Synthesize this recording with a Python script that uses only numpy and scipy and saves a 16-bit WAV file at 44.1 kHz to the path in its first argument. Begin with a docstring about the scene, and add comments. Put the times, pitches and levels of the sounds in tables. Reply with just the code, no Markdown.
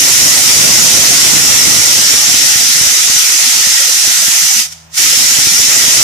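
"""A loud hiss of air and grit blasting a steel-clad wall outdoors; it stops briefly and starts again.
The jet is coloured noise with short sine screeches, echoed by ground and wall as the nozzle moves.
A compressor drones behind it, as steady tones over a rumble, and comes up when the gain control lets go.
The jet overloads the two microphone ports, the right one most: random thuds sputter, short pushes pop.
Apart from that, soft blips of random pitch burble in the low end."""
import sys
import numpy as np
from scipy import signal
from scipy.fft import rfft, irfft, next_fast_len
from scipy.io import wavfile
from scipy.ndimage import uniform_filter1d, map_coordinates

SR = 44100
rng = np.random.default_rng(int(sys.argv[2]) if len(sys.argv) > 2 else 0)


def transcribe(u):
    """Save the signal u as a 16-bit wav file named by the first command-line argument.

    u: samples, shape (n,) or (channels, n), limited to [-1, 1]; the rate is SR.
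    q: integer samples, one column per channel.
    """
    v = np.clip(np.atleast_2d(u).T, -1, 1)
    q = np.round(v * 32767).astype(np.int16)
    wavfile.write(sys.argv[1], SR, q)


N = 265923


def amp(db):
    """Turn decibels into a plain gain."""
    return 10 ** (np.asarray(db) / 20)


def unit(x):
    """Scale a sound to an rms of 1."""
    return x / np.sqrt(np.mean(x ** 2) + 1e-20)


def along(points, hz):
    """Read a curve of (Hz, value) points at any pitch, on a log pitch axis."""
    f, v = np.transpose(points)
    return np.interp(np.log(hz + 1), np.log(f + 1), v)


def clock():
    """The time of every sample, in seconds."""
    return np.arange(N) / SR


def curves(rows):
    """One value per sample for each column after the time."""
    s, *cols = np.transpose(rows)
    return [np.interp(clock(), s, c) for c in cols]


def wobble(rate):
    """A smooth random curve through `rate` random points a second."""
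    knots = rng.standard_normal(int(N * rate / SR) + 4)
    return map_coordinates(knots, [clock() * rate])


def bell(s, width):
    """A smooth swell of height 1 around time s; width is its standard deviation in seconds."""
    return np.exp(-.5 * ((clock() - s) / width) ** 2)


def filtered(x, response):
    """Weight every pitch in x by a response, a function of Hz."""
    m = next_fast_len(N + SR // 2)  # spare room for the ringing
    spectrum = rfft(x, m) * response(np.fft.rfftfreq(m, 1 / SR))
    return irfft(spectrum, m)[..., :N]


# force of the jet while the valve is open, ahead of the gain control: t/s, level/dB
JET_FORCE = [(0, 18.5), (.32, 17.5), (.7, 20), (1.4, 18.5), (2.1, 17), (3, 14.2), (3.7, 14), (4.1, 12.8),
             (4.6, 12), (5.15, 16), (5.35, 15), (6.03, 16.5)]
# the valve shuts: the jet collapses fast, then a weak tail bleeds from the hose
SHUT_S, COLLAPSE_DB_PER_S, TAIL_DB, TAIL_DB_PER_S = 4.6005, 468, -26, 131
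# the valve reopens and the pressure builds ever faster, from this far below full force
REOPEN_S, BUILD_S, BUILD_CURVE, SHUT_DROP_DB = 4.885, 0.095, 1.5, 65
# one last spit of the emptying hose: time, width and lift
SPIT_S, SPIT_LENGTH_S, SPIT_DB = 4.727, .007, 7.5


def jet_level():
    """Level of the jet in dB: its force, less the pause in which the valve is shut."""
    t = clock()
    force_db, = curves(JET_FORCE)
    shut = np.maximum(t - SHUT_S, 0)
    dying = np.maximum(-COLLAPSE_DB_PER_S * shut, TAIL_DB - TAIL_DB_PER_S * shut)
    progress = np.clip((t - REOPEN_S) / BUILD_S, 0, 1)
    building = SHUT_DROP_DB * (progress ** BUILD_CURVE - 1)
    spit = SPIT_DB * bell(SPIT_S, SPIT_LENGTH_S)
    return force_db + np.maximum(dying, building) + spit


def turbulence(patchy_db, shared):
    """Churning air as noise at two ports, partly the same sound, with random louder and softer patches."""
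    direct, *scattered = rng.standard_normal((3, N))
    noise = shared * direct + np.array(scattered)
    z = signal.stft(noise, nperseg=512)[2]
    field = rng.standard_normal(z.shape[1:])
    field = uniform_filter1d(field, size=6, axis=0)  # smooth across pitch
    field = uniform_filter1d(field, size=12, axis=1)  # smooth across time
    return signal.istft(z * amp(patchy_db * unit(field)), nperseg=512)[1][:, :N]


# turbulent mixing noise of the jet, only the shape counts: f/Hz, relative level/dB
HISS = [(150, -71), (480, -42), (780, -16.5), (1130, -20), (1350, -10.5), (1700, -13), (1900, -5.5),
        (2400, -7), (3400, -5.5), (4400, -5), (5500, 2), (7000, -1), (8500, -5.5), (10200, -6), (11300, -9),
        (14500, -10)]
# humps of the shock noise and of the nozzle, on the same scale: f/Hz, width/Hz, relative level/dB
HUMPS = [(1860, 240, -15), (5800, 380, -4.5), (6060, 980, -5.5), (6540, 1800, -6.5)]


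def jet_colour(hz):
    """Tone of the jet: broad mixing noise plus the shock and nozzle humps, added as power."""
    humps = 0
    for centre, width, db in HUMPS:
        offset = 2 * (hz - centre) / width
        humps = humps + amp(db) ** 2 / (1 + offset ** 2) ** 2
    return np.sqrt(amp(along(HISS, hz)) ** 2 + humps)


# echoes from ground and wall: delay/ms, strength as a plain gain
ECHOES = [(2.9, 0.036), (5.6, 0.25), (9.5, 0.38), (17, 0.23)]


def echoed(x, drift):
    """Echo paths drift as the nozzle moves and comb the hiss differently at each port."""
    t, out = clock(), x.copy()
    for side in range(2):
        for ms, strength in ECHOES:
            delay = ms / 1000 * (1 + drift * wobble(1.2))
            out[side] += strength * np.interp(t - delay, t, x[side], left=0)
    return out


# how the nozzle points at the microphone: t/s, treble level/dB
AIM = [(0, -1), (.8, -3), (2, -3), (3.1, -3.5), (3.8, -3), (4.4, -1.5), (5.2, -2.5), (6.03, -4)]
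# the two ports hear the jet differently: f/Hz, left minus right level/dB
PORTS = [(700, 6), (1200, -4.5), (1950, 2.5), (3200, 1), (4400, -2.5), (5600, 2), (7000, -6.5), (8700, -9),
         (14000, -8)]


def jet():
    """Hiss and screech with echoes; it flutters with the grit feed and dulls as the pressure falls."""
    level_db, (treble_db,) = jet_level(), curves(AIM)

    def ports(hz):
        return amp(np.outer([.5, -.5], along(PORTS, hz)))

    air = turbulence(patchy_db=1.09, shared=0.43)
    hiss = unit(filtered(air, lambda hz: jet_colour(hz) * ports(hz)))
    treble = filtered(hiss, lambda hz: 1 / (1 + (8000 / (hz + 1)) ** 6))
    slack_db = np.minimum(level_db + 6, 0)  # how far the jet is below -6 dB
    hiss = hiss + (amp(treble_db + 0.21 * slack_db) - 1) * treble
    flutter_db = 0.89 * wobble(16) + 0.38 * wobble(140)
    return amp(level_db + flutter_db) * unit(echoed(hiss + screech(), drift=0.0152))


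# compressor engine orders, ahead of the gain control: f/Hz, rms level/dB
ENGINE = [(80.7, -50), (161.5, -48), (242.2, -69), (323, -70)]
# outdoor rumble around the compressor, only the shape counts: f/Hz, relative level/dB
YARD = [(25, -7), (120, 8), (300, -9), (450, -4), (700, 5), (1100, 1), (3000, -4), (12000, -36)]


def compressor():
    """The engine's firing orders, as slightly unsteady sines, over a soft outdoor rumble."""
    turn = clock() + np.cumsum(0.004 * wobble(21)) / SR  # running time of an engine that is not quite even
    drone = np.zeros(N)
    for hz, db in ENGINE:
        drone += amp(db) * np.sqrt(2) * np.sin(2 * np.pi * hz * turn)
    rumble = unit(filtered(rng.standard_normal((2, N)), lambda hz: amp(along(YARD, hz))))
    return drone + amp(-46.0) * rumble


def gain_control(x, knee_db, window):
    """Above the knee the level grows a third as fast, which pushes the compressor drone down."""
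    power = uniform_filter1d(np.mean(x ** 2, axis=0), int(window * SR))  # window in seconds
    power = np.abs(power) + 1e-12
    excess_db = np.maximum(10 * np.log10(power) - knee_db, 0)
    return x * amp(excess_db / 3 - excess_db)


def saturated(x, top, grit_hz):
    """Rounding the peaks adds a harsh grit; only the part of it above the bass is kept."""
    rounded = x / (1 + (x / top) ** 6) ** (1 / 6)
    return x + filtered(rounded - x, lambda hz: 1 / (1 + (grit_hz / (hz + 1)) ** 6))


# a sputter of the overloaded port, only the shape counts: f/Hz, relative level/dB
SPUTTER = [(20, -27), (45, -11), (80, 1), (150, 2), (280, -1.5), (500, -4), (1000, -10), (2000, -13),
           (5000, -44)]
# sputter depth at full overload; flurry around each pop, against the pop's push, and its width
SPUTTER_DB, FLURRY_DB, FLURRY_S = -17.5, -14.5, 0.013
# overload: jet level at which it sets in, how far below full overload it is there, how abruptly it comes
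OVERLOAD_ONSET_DB, OVERLOAD_SHORTFALL_DB, OVERLOAD_STEEPNESS = 14, 29, 4.6


def sputter(rate, spread_db, clump_db, left_db):
    """Low thuds of overloaded ports: random kicks that thin out as the jet weakens and crowd round pops."""
    weakness = amp(OVERLOAD_ONSET_DB - jet_level()) ** OVERLOAD_STEEPNESS
    steady = amp(SPUTTER_DB - OVERLOAD_SHORTFALL_DB * np.minimum(weakness, 10))
    flurries = sum(amp(db + FLURRY_DB) * bell(s, FLURRY_S) for s, db in POPS)
    depth = np.hypot(steady, flurries)
    happens = rng.random((2, N)) < rate * depth / SR
    size = amp(spread_db * rng.standard_normal((2, N)))
    kicks = happens * size * rng.choice([-1, 1], (2, N))
    # depth sets both how often a kick comes and how strong it is
    thuds = filtered(kicks * np.sqrt(depth), lambda hz: amp(along(SPUTTER, hz)) * (hz > 15))
    clumps = amp(clump_db * np.array([wobble(21.8), wobble(22.235)]))
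    return unit(thuds * clumps) * np.sqrt(np.mean(depth ** 2)) * amp([[left_db], [0]])


# low burble, loudness of a blip by its pitch, added to BLIP_DB: f/Hz, level/dB
BURBLE = [(110, -2), (170, -2), (260, -1), (400, -6.5), (600, 0), (1000, -1)]
# when the jet is at 14 dB: soft low blips a second, their length and base level
BLIP_JET_DB, BLIPS_PER_S, BLIP_S, BLIP_DB = 14, 50, 0.053, -29.5
# growth of the blip rate and of the blip level with the jet (dB per dB)
BLIP_GROWTH, BLIP_SWELL = 2.3, 0.33


def burble(low_hz, high_hz, spread_db, left_db, count):
    """Short soft blips of random pitch in the low end, denser and louder under a stronger jet."""
    t = np.arange(int(BLIP_S * SR)) / SR
    out = np.zeros((2, N + len(t)))
    drive_db = jet_level() - BLIP_JET_DB
    # each of `count` candidates sounds with this chance
    chance = BLIPS_PER_S * amp(BLIP_GROWTH * drive_db) * N / SR / count
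    for side in range(2):
        draws = zip(rng.random((count, 4)), rng.standard_normal(count))
        for (when, luck, pitch, phase), size in draws:
            start = int(when * N)
            if luck < chance[start]:
                hz = low_hz * (high_hz / low_hz) ** (pitch ** .8)
                db = BLIP_DB + along(BURBLE, hz) + BLIP_SWELL * drive_db[start] + spread_db * size
                blip = np.hanning(len(t)) * np.sin(2 * np.pi * (hz * t + phase))
                out[side, start:start + len(t)] += amp(db) * blip
    return out[:, :N] * amp([[left_db], [0]])


# the shock cells lock into a screech: t/s, length/s (bell width), f/Hz, peak level against the hiss rms/dB
SCREECH = [(.53, .05, 5600, -16), (0.78, 0.013, 5500, -5), (0.82, 0.025, 5500, -17),
           (0.82, 0.021, 6770, -7), (2.2, 0.35, 5520, -12), (2.206, 0.42, 5900, -12), (3.1, .5, 6480, -33),
           (3.1, 0.5, 6040, -20), (4.3, 0.61, 6040, -13), (4.998, 0.024, 5590, -17)]


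def screech():
    """Narrow whistles of the shock cells: unsteady sines that swell and vanish inside the hiss."""
    out = np.zeros(N)
    for s, length, hz, db in SCREECH:
        phase = 2 * np.pi * np.cumsum(hz + 35 * wobble(120)) / SR
        out += amp(db + 1.3 * wobble(60)) * bell(s, length) * np.sin(phase)
    return out


# loudest overload pops, the push on the right port before its recoil: t/s, peak level/dB
POPS = [(2.343, -9), (2.56, -11), (2.813, -11.5), (2.869, -11.5), (3.099, -11.5), (3.165, -16),
        (3.572, -16), (3.605, -19.5), (3.672, -15.5), (4.078, -12.5), (4.283, -13), (5.054, -17.5),
        (5.175, -14.5), (5.389, -13), (5.472, -7.5), (5.602, -13), (5.684, -13.5), (5.882, -12)]


def pops(width, recoil, left_db):
    """Each hard overload is a short push and a slow recoil, strong on the right port, faint on the left."""
    pushes = sum(amp(db) * bell(s, width) for s, db in POPS)
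    # a gentle cut below `recoil` Hz makes the swing back
    return filtered(pushes, lambda hz: 1j * hz / (recoil + 1j * hz)) * amp([[left_db], [0]])


def scene():
    """Jet and compressor together."""
    return jet() + compressor()


TOP_HZ = 14650  # nothing is kept from here up


def record(dry):
    """Gain control, overload with its sputter and pops, a soft low burble, and the band limit."""
    hot = saturated(gain_control(dry, knee_db=-16.5, window=0.024), top=0.97, grit_hz=730)
    hot = hot + sputter(rate=12000, spread_db=2, clump_db=2.5, left_db=-22)
    hot = hot + pops(width=0.00061, recoil=57, left_db=-29)
    hot = hot + burble(low_hz=124.8, high_hz=1301, spread_db=2.5, left_db=-3.5, count=2000)
    return filtered(hot, lambda hz: hz < TOP_HZ)


dry = scene()
out = record(dry)
transcribe(out)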